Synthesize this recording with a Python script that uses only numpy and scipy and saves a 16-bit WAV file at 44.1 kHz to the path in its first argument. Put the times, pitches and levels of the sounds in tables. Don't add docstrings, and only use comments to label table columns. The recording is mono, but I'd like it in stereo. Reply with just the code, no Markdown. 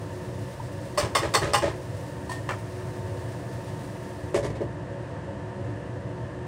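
import sys
import numpy as np
from scipy import signal
from scipy.fft import rfft, irfft, next_fast_len
from scipy.io import wavfile
from scipy.ndimage import uniform_filter1d

SR = 44100
rng = np.random.default_rng(int(sys.argv[2]) if len(sys.argv) > 2 else 0)


def wav_out(sig):
    wavfile.write(sys.argv[1], SR, np.round(np.clip(np.atleast_2d(sig).T, -1, 1) * 32767).astype(np.int16))


N = 285327

# (frequency [Hz], relative density [dB per Hz])
ROAR_COLOUR = [(20, -59), (32, -32), (45, -23), (65, -7.5), (108, -1.5), (236, -16.5), (326, -13),
               (410, -17.5), (560, -15.5), (775, -24.5), (1000, -18.5), (1400, -24.5), (1790, -20),
               (2280, -38.5), (4000, -40.5), (8830, -45), (14000, -101)]
# (frequency [Hz], width [Hz], boost [dB])
HOOD_RESONANCES = [(104.4, 8.5, 5.7), (120.7, 23.4, 4.2), (158, 28, 4.4), (198, 20.5, 8.1),
                   (291, 25.5, 9.8), (364.6, 12.3, 11.4), (492, 49, 6.4), (559, 15.4, 8.9), (669, 136, 8.7),
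                   (911.3, 40, 10.8), (1725, 29, 2.7), (2750, 860, 8.6)]
# (frequency [Hz], rms level [dB])
BLADE_TONES = [(122, -45), (298, -55), (365, -48.5), (501, -56), (911, -61)]
ROAR_DB = -34.5

# (frequency [Hz], relative density [dB per Hz])
SIZZLE_COLOUR = [(400, -44), (1000, -15), (2000, 3.5), (3000, 0), (5000, 0.5), (7000, -3), (9300, -1),
                 (10500, -8.5), (13000, -13.5), (15500, -10), (16500, -32)]
# (frequency [Hz], change [dB])
LID_TREBLE_LOSS = [(2000, -2), (6000, -10), (10000, -9), (12500, -8.5), (14000, -30)]
SIZZLE_DB, MUFFLE_DB = -52, -7.5
LID_ON_S, LID_CLOSING_S = 4.12, 0.36

# (frequency [Hz], boost [dB]))
RIM_RAPS = [(0.977, -19.5, 0, -6, 0.76, [(592, 8), (1038, 7), (4721, 3), (5259, 7), (8430, 2)]),
            (.985, -27, 0, 1.5, -0.061, [(446, 11), (592, 20), (1038, 8), (1218, 7), (6260, 8.5)]),
            (1.152, -15.5, 0.0049, -4, -0.62, [(1932, 7.5), (3590, 8.5), (5259, 5)]),
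            (1.160, -21.5, 0.0013, 0, -0.8, [(1038, 6), (823, -3), (1140, 6.5), (1218, 6), (5230, 11.5)]),
            (1.341, -13, 0.00042, -12, -0.15, [(1932, 10), (4398, 5)]),
            (1.348, -20.5, 0.0044, 0, -0.59, [(823, 6), (1038, -1.5), (1218, 7), (3590, 9), (4398, 9)]),
            (1.536, -18, 0.0094, -1.5, -0.75, [(1038, -1), (2815, 0), (3590, 8), (5329, 8.5), (8430, 6.5)]),
            (1.544, -20, 0.005, 3, -.7, [(823, 4.5), (1038, 5.5), (1932, 4), (2815, 1.5), (2944, 5),
            (5329, 2)])]
# (time [s], level [dB], clink of upper modes [dB], favoured low mode [Hz], boost [dB])
STAND_ROCKS = [(1.003, -25, -9, 405, 2.7), (1.028, -30, -4, 342, 5.6), (1.042, -40, 0, 570, 4),
               (1.064, -38, -4, 626, 7.2), (1.085, -51, -6, 414, 3), (1.108, -49, -1, 570, 2),
               (1.223, -27.5, 0, 339, 3), (1.234, -31.5, -3, 410, 2), (1.250, -31.5, -1, 632, 6.1),
               (1.284, -38.5, -7, 339, 2.3), (1.420, -25, 2, 414, 1.6), (1.434, -27.5, -6, 565, 1.7),
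               (1.458, -29, -9, 635, 1.7), (1.475, -32.5, -11, 414, 2), (1.624, -26, 3.5, 565, 1.8),
               (1.636, -29, -1, 570, 2.3), (1.648, -32.5, -6, 570, 9.6), (1.663, -30.5, -4, 636, 3),
               (1.679, -32, -13, 570, 6.2)]
# (time [s], level [dB], brightness [dB per octave], free ringing [s],
# clink of the low mode [dB])
BLADE_RESTS = [(.598, -33.5, -19, 0.0036, -8), (2.295, -38.5, -3.5, 0.025, -0.5),
               (2.316, -36, -4.5, 0.078, -8)]
# (time [s], level [dB])
HANDLE_KNOCKS = [(2.4910, -23.5), (2.507, -31), (2.518, -39), (2.536, -39)]
# (time [s], level [dB], brightness [dB per octave], ring [dB], thud [dB],
# free ringing [s], favoured mode [Hz], boost [dB])
LID_LANDINGS = [(4.344, -25, 1.5, 9, -11, 0.012, 400, 3), (4.358, -25.5, 2.4, 9, -11, 0.0062, 400, 3),
                (4.374, -27.5, 1.2, 3.5, -3.5, 0.035, 570, 9.6), (4.430, -31, 1.2, -3, -1, 0.014, 425, 3),
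                (4.445, -26, 1.2, -6, -7, 0.01, 568, 10), (4.453, -33.5, 1.8, -6, -21, 0.0093, 1145, 9.8),
                (4.499, -32.5, -0.2, -7, 3, 0.016, 570, 4.3), (4.554, -33.5, 0.26, -6, -6, .018, 1010, 5),
                (4.608, -30, -1.9, 2, -1, 0.0095, 425, 3.3), (4.616, -35, -1.3, 3, 4, 0.017, 572, 11),
                (4.630, -48, 0.081, 1, -8, .015, 637, 7.5)]

# (frequency [Hz], relative level [dB], t60 [s])
WOK_MODES = [(446, -10, .17), (592, -7, .09), (823, -6, .18), (899, -11, .15), (1038, 0, .15),
             (1130, -2, .15), (1218, -5, .15), (1442, -13, .2), (1631, -13, .15), (1701, -11, .14),
             (1841, -11, .16), (1932, -9, .11), (2046, -14, .12), (2121, -12, .2), (2422, -16, .17),
             (2616, -18, .18), (2815, -13, .24), (2944, -13, .2), (3122, -18, .2), (3467, -17, .14),
             (3590, -14, .14), (4398, -11, .1), (4721, -12, .13), (5259, -13, .12), (5329, -13, .13),
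             (5814, -19, .15), (6260, -17, .17), (7192, -19, .15), (7396, -18, .14), (7709, -21, .18),
             (8048, -20, .12), (8430, -14, .12), (8532, -17, .13), (8805, -20, .15), (9625, -22, .15),
             (10793, -25, .14)]
STAND_MODES = [(339, -6, .2), (414, -5, .3), (570, -5, .2), (632, -5, .2), (807, -8, .25), (882, -7, .25),
               (1012, -8, .25), (1254, -10, .25), (1684, -11, .2), (1857, -10, .2)]
BLADE_MODES = [(910, -3, .1), (1000, 0, .12), (1835, -7, .9), (4414, -18, .4), (8441, -16, .12),
               (10200, -22, .12)]
HANDLE_MODES = [(387, -5, .08), (909, -2, .13), (1178, -5, .15), (1281, -6, .15), (1356, -4, .15),
                (1442, -4, .15), (1733, -4, .15), (1857, -6, .15), (2350, -8, .08), (2729, -7, .16),
                (3154, -14, .1)]
LID_MODES = [(355, 0, .2), (425, -1, .22), (570, -8, .35), (645, -10, .15), (894, -15, .12),
             (1000, -15, .14), (1150, -21, .2), (1733, -26, .17), (1954, -26, .17), (2200, -26, .15)]
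COUNTER_MODES = [(57.7, 2.5, 0.18), (80, 2.5, 0.62), (142.8, -1.5, 0.37), (199, -11.5, 0.36)]
# (frequency [Hz], relative density [dB per Hz])
RIM_CLATTER = [(150, -49), (250, -15), (788, -2.5), (922, -16), (1080, 1), (1400, -8.5), (1900, -10.5),
               (2910, -15), (4050, -16.5), (4410, -11.5), (6820, -17), (8550, -16), (10400, -23),
               (16000, -26.5)]
STAND_CLATTER = [(150, -37), (250, -6), (576, -1), (723, -12.5), (922, -13), (1080, -9.5), (1700, -9.5),
                 (8550, -27.5), (14700, -59), (16000, -64)]
BLADE_CLATTER = [(300, -39), (600, -22), (1000, -12), (1800, -23), (2700, -13), (3500, -14), (8400, -11),
                 (11000, -19), (16000, -21)]
HANDLE_CLATTER = [(300, -13), (500, -0.5), (1000, -4), (1800, -5.5), (3000, -13), (3800, -18), (4400, -17),
                  (8400, -17.5), (11000, -33), (16000, -32)]
LID_CLATTER = [(150, -34), (250, -10), (335, -11), (569, -11.5), (687, -18.5), (1020, -21), (1480, -25.5),
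               (8970, -38), (14000, -62), (15000, -83)]
CRACK_HZ, CRACK_S, CRACK_DB = 1040, 0.0035, 2

# (frequency [Hz], likeness [-1 to 1])
PORT_LIKENESS = [(60, 0.96), (120, 1), (240, 0.99), (480, 0.95), (950, 0.71), (1890, 0.32), (3770, 0.38),
                 (7520, -0.87), (15000, 1)]
# (frequency [Hz], difference [dB])
PORT_TILT = [(60, 2), (99, -1), (160, 1), (270, -1), (450, -1), (740, -2), (1220, -1.5), (2010, 2),
             (3330, -2.5), (5500, 0), (9080, -3.5), (15000, 7)]
# (frequency [Hz], phase [rad])
LEFT_LEAD = [(60, 0.028), (200, 0.046), (400, 0.66), (800, 0.067), (1460, 2.22), (1800, 0.81), (4200, 1.64)]
EDGE_HZ = 15900


def gain_of(db):
    return 10 ** (np.asarray(db) / 20)


def evened(x):
    return x / np.sqrt(np.mean(x ** 2) + 1e-20)


def read(points, hz):
    f, value = np.transpose(points)
    return np.interp(np.log(hz + 1), np.log(f + 1), value)


def add(mix, s, sound):
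    part = mix[:, round(s * SR):][:, :sound.shape[1]]
    part += sound[:, :part.shape[1]]


def drift(top_hz):
    t = np.arange(N) / SR
    rates = np.geomspace(top_hz / 30, top_hz, num=16)
    return evened(sum(np.sin(2 * np.pi * (f * t + rng.random())) / np.sqrt(f) for f in rates))


def ports(x, colour_db):
    left, other = rfft(x)
    hz = np.fft.rfftfreq(x.shape[1], 1 / SR)
    same = np.clip(read(PORT_LIKENESS, hz), -1, 1)
    right = same * left + np.sqrt(1 - same ** 2) * other
    right = right * np.exp(-1j * read(LEFT_LEAD, hz))
    return evened(irfft(np.array([left, right]) * gain_of(colour_db(hz)), x.shape[1]))


def fan():
    def colour_db(hz):
        hood_db = sum(db / (1 + (2 * (hz - f) / width) ** 2) for f, width, db in HOOD_RESONANCES)
        return read(ROAR_COLOUR, hz) + hood_db
    air_level = gain_of(ROAR_DB + 0.47 * drift(top_hz=4.5))
    sound = air_level * ports(rng.standard_normal((2, N)), colour_db)
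    for hz, db in BLADE_TONES:
        turns = np.cumsum(hz * (1 + 0.00515 * drift(top_hz=11))) / SR
        level = np.sqrt(2) * gain_of(db + 0.93 * drift(top_hz=7.3))
        sound = sound + level * np.sin(2 * np.pi * turns)
    return sound


def sizzle():
    t = np.arange(N) / SR
    spits = rng.random(N) < 60 / SR
    spits = spits * gain_of(4 * np.minimum(rng.exponential(1, N), 2.5))
    swell = signal.oaconvolve(spits, gain_of(-60 * t[:3000] / 0.078))[:N]
    flicker = gain_of(0.7 * drift(top_hz=40))
    bursts = rng.standard_normal((2, N)) * (1 + 0.1 * swell * (t < LID_ON_S)) * flicker
    bare = ports(bursts, lambda hz: read(SIZZLE_COLOUR, hz))
    covered = ports(bursts, lambda hz: read(SIZZLE_COLOUR, hz) + read(LID_TREBLE_LOSS, hz))
    shut = np.clip((t - LID_ON_S) / LID_CLOSING_S, 0, 1)
    return gain_of(SIZZLE_DB) * ((1 - shut) * bare + shut * gain_of(MUFFLE_DB) * covered)


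def kitchen(x, t60):
    taps = np.zeros((2, SR // 2))
    at = np.arange(0, SR // 2 - 20, 20) + rng.integers(0, 20, (2, SR // 40))
    np.put_along_axis(taps, at, rng.choice([-1., 1.], at.shape), 1)
    t = np.arange(SR // 2) / SR
    taps = ports(taps, lambda hz: 0 * hz) * gain_of(-60 * t / t60) * (t > 0.004)
    taps = taps / np.linalg.norm(taps[0])
    return signal.fftconvolve(x.mean(0)[None], taps, axes=1)[:, :N]


def ringing(modes, t, colour_db):
    ring = 0
    for (hz, db, t60), (late, luck, place, bend) in zip(modes, rng.random((len(modes), 4))):
        lag = np.array([[0], [read(LEFT_LEAD, hz) + 1.1 * (place - 0.5)]])
        level_db = db + colour_db(hz) + 5 * (luck - 0.5)
        bent_hz = hz * (1 + 0.01 * (bend - 0.5))
        wave = np.sin(2 * np.pi * bent_hz * (t + 0.0006 * late) - lag)
        ring = ring + gain_of(level_db - 60 * t / t60) * wave
    table_power = np.sum(gain_of(np.transpose(modes)[1]) ** 2) / 2
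    return ring / np.sqrt(table_power)


def strike(s, level_db, modes, clatter, t60, rise, contact, bright_db, ring_db, thud_db, free, chatter_db,
           grit_db=1.0, places=()):
    t = np.arange(SR // 2) / SR

    def colour_db(hz):
        favour = sum(db / (1 + (np.log2((hz + 1) / f) / 0.04) ** 2) for f, db in places)
        return bright_db * np.log2((hz + 1) / 1000) + favour

    def clatter_db(hz):
        near = np.max([1 / (1 + ((hz - f) / (20 + 0.012 * f)) ** 2) for f, *_ in modes], axis=0)
        return read(clatter, hz) + colour_db(hz) + 9 * near

    swelling = 1 - np.exp(-t / max(contact / 2, 0.001))
    damping_db = -60 * np.maximum(t - free, 0) / 0.07
    ring = gain_of(ring_db + damping_db) * swelling * ringing(modes, t, colour_db)

    grains = np.minimum(rng.exponential(1, len(t) // 30 + 1), 4)
    grit = gain_of(grit_db * np.repeat(grains, 30)[:len(t)])
    noise = ports(grit * rng.standard_normal((2, len(t))), clatter_db)
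    chatter = evened(uniform_filter1d(rng.standard_normal(len(t)), size=130))
    fade_db = -60 * np.maximum(t - max(contact, 0), 0) / t60
    noise = noise * (1 - np.exp(-t / rise)) * gain_of(chatter_db * chatter + fade_db)

    thud = gain_of(thud_db) * (1 - np.exp(-t / 0.012)) * ringing(COUNTER_MODES, t, np.zeros_like)
    return s - rise, gain_of(level_db) * (noise + ring + thud)


def lid(s, level_db, bright_db, ring_db, thud_db, free, place_hz, place_db):
    return strike(s, level_db, LID_MODES, LID_CLATTER, t60=0.16, rise=0.0024, contact=0.0059,
                  bright_db=bright_db, ring_db=ring_db, thud_db=thud_db, free=free, chatter_db=1.6,
                  places=[(place_hz, place_db)])


def knock(s, level_db):
    start, body = strike(s, level_db, HANDLE_MODES, HANDLE_CLATTER, t60=0.14, rise=0.0005, contact=0.0012,
                         bright_db=-1.0, ring_db=-6, thud_db=-34, free=0.016, chatter_db=3.0)
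    t = np.arange(body.shape[1]) / SR
    tones = np.sin(2 * np.pi * CRACK_HZ * t) + 0.8 * np.sin(2 * np.pi * 1800 * t)
    crack = np.exp(-t / CRACK_S) * tones
    return start, -body - gain_of(level_db + CRACK_DB) * crack


def rest(s, level_db, bright_db, free, clink_db):
    return strike(s, level_db, BLADE_MODES, BLADE_CLATTER, t60=0.24, rise=0.000895, contact=0.0024,
                  bright_db=bright_db, ring_db=8.5, thud_db=-11, free=free, chatter_db=-0.5,
                  places=[(1000, clink_db), (4414, 1)])


def rock(s, level_db, clink_db, body_hz, body_db):
    return strike(s, level_db, STAND_MODES, STAND_CLATTER, t60=0.21, rise=0.006, contact=0.016,
                  bright_db=0.84, ring_db=-1.5, thud_db=-3, free=0.02, chatter_db=1.2, grit_db=3.2,
                  places=[(1690, clink_db), (1850, clink_db), (body_hz, body_db)])


def rap(s, level_db, contact, ring_db, bright_db, places):
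    return strike(s, level_db, WOK_MODES, RIM_CLATTER, t60=0.19, rise=0.003, contact=contact,
                  bright_db=bright_db, ring_db=ring_db, thud_db=-20, free=0.3, chatter_db=2.2, grit_db=1.9,
                  places=places)


def scene():
    blows = np.zeros((2, N))
    for blow, rows in [(rap, RIM_RAPS), (rock, STAND_ROCKS), (rest, BLADE_RESTS),
                       (knock, HANDLE_KNOCKS), (lid, LID_LANDINGS)]:
        for row in rows:
            add(blows, *blow(*row))
    room = gain_of(-9.5) * kitchen(blows, t60=0.25)
    return blows + room + fan() + sizzle()


def record(dry):
    size = next_fast_len(N)
    hz = np.fft.rfftfreq(size, 1 / SR)
    tilt_db = read(PORT_TILT, hz) / 2
    bass = 1 / np.sqrt(1 + (40 / (hz + 1)) ** 6)
    tilted = irfft(rfft(dry, size) * bass * gain_of([tilt_db, -tilt_db]), size)[:, :N]
    low_pass = signal.firwin(511, EDGE_HZ, window=("kaiser", 9), fs=SR)
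    return signal.oaconvolve(tilted, low_pass[None], "same")


dry = scene()
out = record(dry)
wav_out(out)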